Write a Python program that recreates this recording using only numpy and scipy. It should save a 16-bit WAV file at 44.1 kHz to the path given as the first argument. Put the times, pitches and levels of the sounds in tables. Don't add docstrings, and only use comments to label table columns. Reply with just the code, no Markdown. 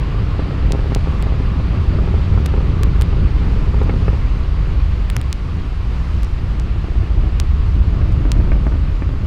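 import sys
import numpy as np
from scipy import signal
from scipy.fft import rfft, irfft
from scipy.io import wavfile
from scipy.ndimage import uniform_filter1d, map_coordinates

SR = 44100
rng = np.random.default_rng(int(sys.argv[2]) if len(sys.argv) > 2 else 0)


def volts(x):
    e = np.asarray(x, float) / 20
    return 10 ** e


def persist_wave(psi):
    counts = np.round(np.clip(psi, -1, 1) * 32767).astype(np.int16)
    wavfile.write(sys.argv[1], SR, np.atleast_2d(counts).T)


N = 408366

# time in seconds, power in dB,
# steepness in dB (how strongly the small eddies roar and shock).
PLUME = [(0, -17.5, -7), (.55, -18, -7), (.8, -16, -9.5), (1.2, -15.5, -6.5), (1.6, -15.5, -9),
         (2.0, -13.5, -8.5), (2.5, -15.5, -7.5), (3.2, -13, -10.5), (3.9, -13.5, -11), (4.3, -14.5, -11.5),
         (4.85, -13.5, -14), (5.4, -18.5, -11), (6.2, -16, -13.5), (6.9, -16.5, -12), (7.6, -12.5, -16),
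         (8.2, -12.5, -9), (8.7, -13.5, -13), (9.26, -16.5, -11)]
# time in seconds, swell in dB.
EDDY_BURSTS = [(.23, 4), (.67, 7.5), (1.08, 2), (1.31, -0.5), (1.91, 2.5), (2.16, 3), (2.34, 7.5), (2.6, 4),
               (2.86, 6), (2.99, 3), (3.25, 3.5), (3.82, 2.5), (4.1, 3), (6.99, 6), (7.19, 8), (7.53, 1.5),
               (7.79, 3.5), (8.15, 2), (8.38, 4), (8.54, 4)]
# time in seconds, strength in dB, direction of the jump, sharpness in dB.
STRONG_FRONTS = [(0.3939, -15, -1, -18), (0.5093, -19, 1, -9), (0.7076, -15, -1, -19),
                 (0.7344, -15, -1, -17), (0.7493, -13, -1, -20), (0.7917, -16, -1, -16),
                 (0.844, -19, -1, -17), (0.8584, -19, -1, -18), (0.898, -21, -1, -17),
                 (0.9206, -15, -1, -14), (0.9619, -12, -1, -17), (1.0734, -16, -1, -15),
                 (1.2696, -21, -1, -18), (1.3221, -19, -1, -17), (1.9873, -18, 1, -12),
                 (2.0761, -17, 1, -15), (2.1414, -16, 1, -13), (2.178, -19, 1, -14), (2.3762, -18, 1, -10),
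                 (2.5394, -16, 1, -10), (2.5783, -19, 1, -9), (3.7444, -17, 1, -22), (3.816, -15, 1, -12),
                 (3.8945, -14, 1, -8), (3.9395, -17, 1, -20), (4.0814, -14, 1, -9), (4.1307, -19, 1, -10),
                 (8.5177, -23, -1, 2), (8.6673, -18, 1, -6), (9.0216, -23, 1, -3)]
# start in seconds, end in seconds.
FRONT_SPELLS = [(.1, 1.45), (1.55, 2.9), (2.95, 3.3), (3.4, 4.15), (6.7, 7.3), (8.35, 8.8)]
# time in seconds, peak in dB.
BLUNT_FRONTS = [(4.665, -19), (4.968, -20), (5.905, -22), (5.944, -22), (6.666, -18), (7.028, -21),
                (7.238, -17), (7.58, -20), (8.01, -14), (8.204, -16), (8.248, -12), (8.274, -17),
                (8.35, -16), (8.396, -13), (8.45, -19), (8.47, -16), (8.514, -13), (8.561, -17),
                (8.663, -14), (8.717, -15), (8.751, -16), (8.787, -19), (9.017, -18), (9.053, -21),
                (9.087, -16), (9.133, -18)]
# delay in seconds, level in dB.
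GROUND_ECHOES = [(.0023, -3), (.0046, -12), (.0075, -8), (.0098, -12)]
# time in seconds, delay factor, gain of the nearer reflections in dB.
CLIMB = [(0, 0.97, -13.5), (1.5, 1.02, -11), (2.4, 1, -3), (4.1, 0.99, -0.5), (6.5, 1.145, -2),
         (9.26, 1.5, -5.5)]
# frequency in Hz, density in dB per Hz.
DEEP_SPECTRUM = [(8, -17.5), (20, -7.5), (32, -7), (48, -0.5), (62, -1.5), (85, -6.5), (120, -18),
                 (200, -42)]
ROAR_SPECTRUM = [(60, -9.5), (110, 0), (170, -3.5), (240, -13.5), (300, -14.5), (430, -20.5), (520, -24),
                 (800, -33.5), (1500, -34)]
HISS_SPECTRUM = [(300, -8), (650, -5), (900, -3.5), (1150, -2), (1500, -6.5), (2800, -9), (3400, -13.5),
                 (4800, -17.5), (6000, -45)]
FIZZ_SPECTRUM = [(3500, -12), (5200, -0.5), (7000, -7.5), (9000, -13.5), (12000, -20.5), (15600, -24),
                 (15900, -60.5)]
HOWL_SPECTRUM = [(950, -20.5), (1060, 3.5), (1180, 3.5), (1320, -9.5), (1450, -21)]
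# time in seconds, lift in dB.
WIND_GUSTS = [(1.1, 1), (2.4, 1), (3.6, 2.3), (4.1, 1.8), (5.1, 1), (6.15, 3.1)]
# time in seconds, swell in dB.
HOWL_SWELLS = [(.15, 10), (1.25, 11), (1.8, 6), (2.8, 8), (4.3, 3.7), (5.6, 7.1), (7.9, 5)]
# time in seconds, jump as a share of full scale, length in blocks (0: it stays).
LINE_SLIPS = [(.7214, -.6, 1), (.9489, .68, 1), (1.2254, -.23, 2), (2.46, .5, 0), (2.4629, -.48, 0),
              (2.8339, .74, 0), (3.0127, -.5, 0), (3.0154, .12, 0), (3.0209, .46, 2), (3.8334, .07, 0),
              (5.1009, .42, 2), (5.1659, -.8, 3), (5.2145, -.2, 2), (5.3283, -.68, 1), (6.2328, .25, 0),
              (6.2465, -.08, 1), (6.5984, .15, 1), (7.4002, -.84, 1), (8.1233, .08, 0), (8.3182, -.82, 1)]

SWELL_HALF_WIDTH_S, LULL_DB = 0.031, -1.13
GUST_HALF_WIDTH_S, HOWL_HALF_WIDTH_S = 0.25, 0.3
BLOCK_S = 1 / 12000


def exhaust():
    t = np.arange(N) / SR
    s, power, steepness = np.transpose(PLUME)
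    power_db = np.interp(t, s, power)
    steep_db = np.interp(t, s, steepness)
    swell_db = LULL_DB + bumps(EDDY_BURSTS, SWELL_HALF_WIDTH_S)
    roar_db = power_db + steep_db + 0.41 * swell_db
    gust_db = bumps(WIND_GUSTS, GUST_HALF_WIDTH_S)
    surge = wobble(12)
    mixing = deep_rumble(power_db + swell_db) + roar(roar_db, surge)
    air = hiss(power_db, gust_db, surge) + fizz(gust_db) + howl()
    return mixing + ground_reflections(crackle(roar_db)) + air


def deep_rumble(level_db):
    noise = steadied(rush(DEEP_SPECTRUM, patchy_db=-0.63), share=0.7, window_s=0.058)
    return volts(level_db + 0.78) * noise


def roar(level_db, surge):
    noise = steadied(rush(ROAR_SPECTRUM, patchy_db=0.7), share=0.59, window_s=0.084)
    return volts(level_db + 1.5 + 1.64 * surge) * noise


def crackle(roar_db):
    s, db, sign, sharp_db = np.vstack([STRONG_FRONTS, middling_fronts()]).T
    rise = 0.00048 * volts(-0.15 * (sharp_db + 12))
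    fall = 0.0018 * volts(1.5 * rng.standard_normal(len(s)))
    wake = volts(sharp_db - 0.2 * db - 6.5)
    strong = fronts(s - rise, np.sign(sign) * volts(1.2 * db + 18), rise, fall, wake)

    s, db = np.transpose(BLUNT_FRONTS)
    even = np.ones(len(s))
    crest_lag_s = 0.004
    blunt = fronts(s + crest_lag_s, volts(1.3 * db + 19.5), 0.0011 * even, 0.0018 * even, 0.08 * even)

    when, size, side, steep = rng.random((900, 4)).T
    even = np.ones(len(when))
    sizes = np.sign(side - 0.4) * volts(-5 * np.log(1 - 0.95 * size))
    weak = fronts(when * N / SR, sizes, 0.0006 + 0.00036 * steep, 0.0028 * even, 0.062 * even)

    direct = strong + blunt + volts(roar_db - 10) * unit(weak)
    return signal.lfilter(*signal.butter(2, [90, 2200], "band", fs=SR), direct)


def middling_fronts():
    gap, size, side, sharp = rng.random((400, 4)).T
    s = np.cumsum(0.4 + 1.2 * gap) / 19
    keep = np.any([(s > a) & (s < b) for a, b in FRONT_SPELLS], axis=0)
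    db = -27 - 4 * np.log(1 - 0.79 * size)
    sharp_db = -14.5 + 8 * (sharp - 0.5)
    return np.transpose([s, db, side - 0.4, sharp_db])[keep]


def fronts(times, sizes, rise, fall, wake_level):
    t = np.arange(SR // 30) / SR
    u = t / fall[:, None]
    jump = (1 - np.exp(-(t / rise[:, None]) ** 2)) * (1 - u) * np.exp(-u)
    wake = signal.lfilter(*signal.butter(2, [600, 2200], "band", fs=SR), rng.standard_normal(u.shape))
    wake = wake * volts(-60 * t / 0.022)
    return place(times, sizes[:, None] * (jump + wake_level[:, None] * wake))


def ground_reflections(direct):
    t = np.arange(N) / SR
    s, factor, gain_db = np.transpose(CLIMB)
    stretch = np.interp(t, s, factor)
    fuller_db = np.interp(t, s, gain_db)
    total = direct
    for delay, db in GROUND_ECHOES:
        near = delay < 0.006
        total = total + volts(db + fuller_db * near) * np.interp(t - delay * stretch, t, direct)
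    return total


def hiss(power_db, gust_db, surge):
    t = np.arange(N) / SR
    level_db = -37 - 0.5253 * t + 0.27 * (power_db - power_db.mean()) + 0.24 * gust_db
    return volts(level_db + 0.6 + 0.13 * surge + 0.34 * wobble(25)) * rush(HISS_SPECTRUM, patchy_db=0.68)


def fizz(gust_db):
    level_db = -58 - 0.16 * np.arange(N) / SR + gust_db
    return volts(level_db + 0.75 + 0.35 * wobble(10)) * rush(FIZZ_SPECTRUM, patchy_db=1.05)


def howl():
    level_db = -53.5 + bumps(HOWL_SWELLS, HOWL_HALF_WIDTH_S)
    return volts(level_db) * rush(HOWL_SPECTRUM, patchy_db=3.0)


def line_slips():
    s, jump, blocks = np.transpose(LINE_SLIPS)[..., None]
    w = 2j * np.pi * np.fft.rfftfreq(N, 1 / SR)
    length = np.round(blocks) * BLOCK_S
    undone = (length > 0) * np.exp(-w * length)
    edges = np.sum(jump * np.exp(-w * s) * (1 - undone), axis=0)
    sag = 0.88 / (w + 1 / 0.000045) + 0.17 / (w + 1 / 0.003)
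    steep_cut = 1 / (1 + np.abs(w / (2 * np.pi * 15600)) ** 24)
    gentle_cut = 1 / (1 + w / (2 * np.pi * 14000))
    return 1.1 * SR * irfft(edges * sag * steep_cut * gentle_cut, N)


def rush(spectrum, patchy_db):
    z = signal.stft(rng.standard_normal(N + 512), nperseg=512)[2]
    field = uniform_filter1d(rng.standard_normal(z.shape), size=5, axis=0)
    field = uniform_filter1d(field, size=10, axis=1)
    noise = signal.istft(z * volts(patchy_db * unit(field)), nperseg=512)[1][:N]
    hz, db = np.transpose(spectrum)
    grid = np.fft.rfftfreq(N, 1 / SR)
    colour_db = np.interp(np.log(grid + 1), np.log(hz), db, left=-120, right=-120)
    return unit(irfft(rfft(noise) * volts(colour_db), N))


def steadied(x, share, window_s):
    size = round(window_s * SR)
    power = uniform_filter1d(uniform_filter1d(x * x, size=size), size=size)
    return unit(x / (np.abs(power) + 0.02) ** (share / 2))


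def bumps(rows, half_width_s):
    t = np.arange(N) / SR
    return sum(high * np.exp(-((t - s) / half_width_s) ** 2) for s, high in rows)


def wobble(rate):
    knots = rng.standard_normal(int(N * rate / SR) + 4)
    return map_coordinates(knots, [np.arange(N) * rate / SR])


def place(times, shapes):
    at = np.round(times * SR).astype(int)[:, None] + np.arange(shapes.shape[1])
    return np.bincount(at.ravel(), shapes.ravel(), N + SR)[:N]


def unit(x):
    return x / np.sqrt(np.mean(x ** 2) + 1e-20)


def scene():
    return exhaust()[None]


def band_limit(x):
    return signal.sosfilt(signal.butter(12, 16660, fs=SR, output="sos"), x)


def record(dry):
    loud = dry + line_slips()
    soft = loud / (1 + np.abs(loud / 0.76) ** 6) ** (1 / 6)
    return band_limit(soft)


dry = scene()
out = record(dry)
persist_wave(out)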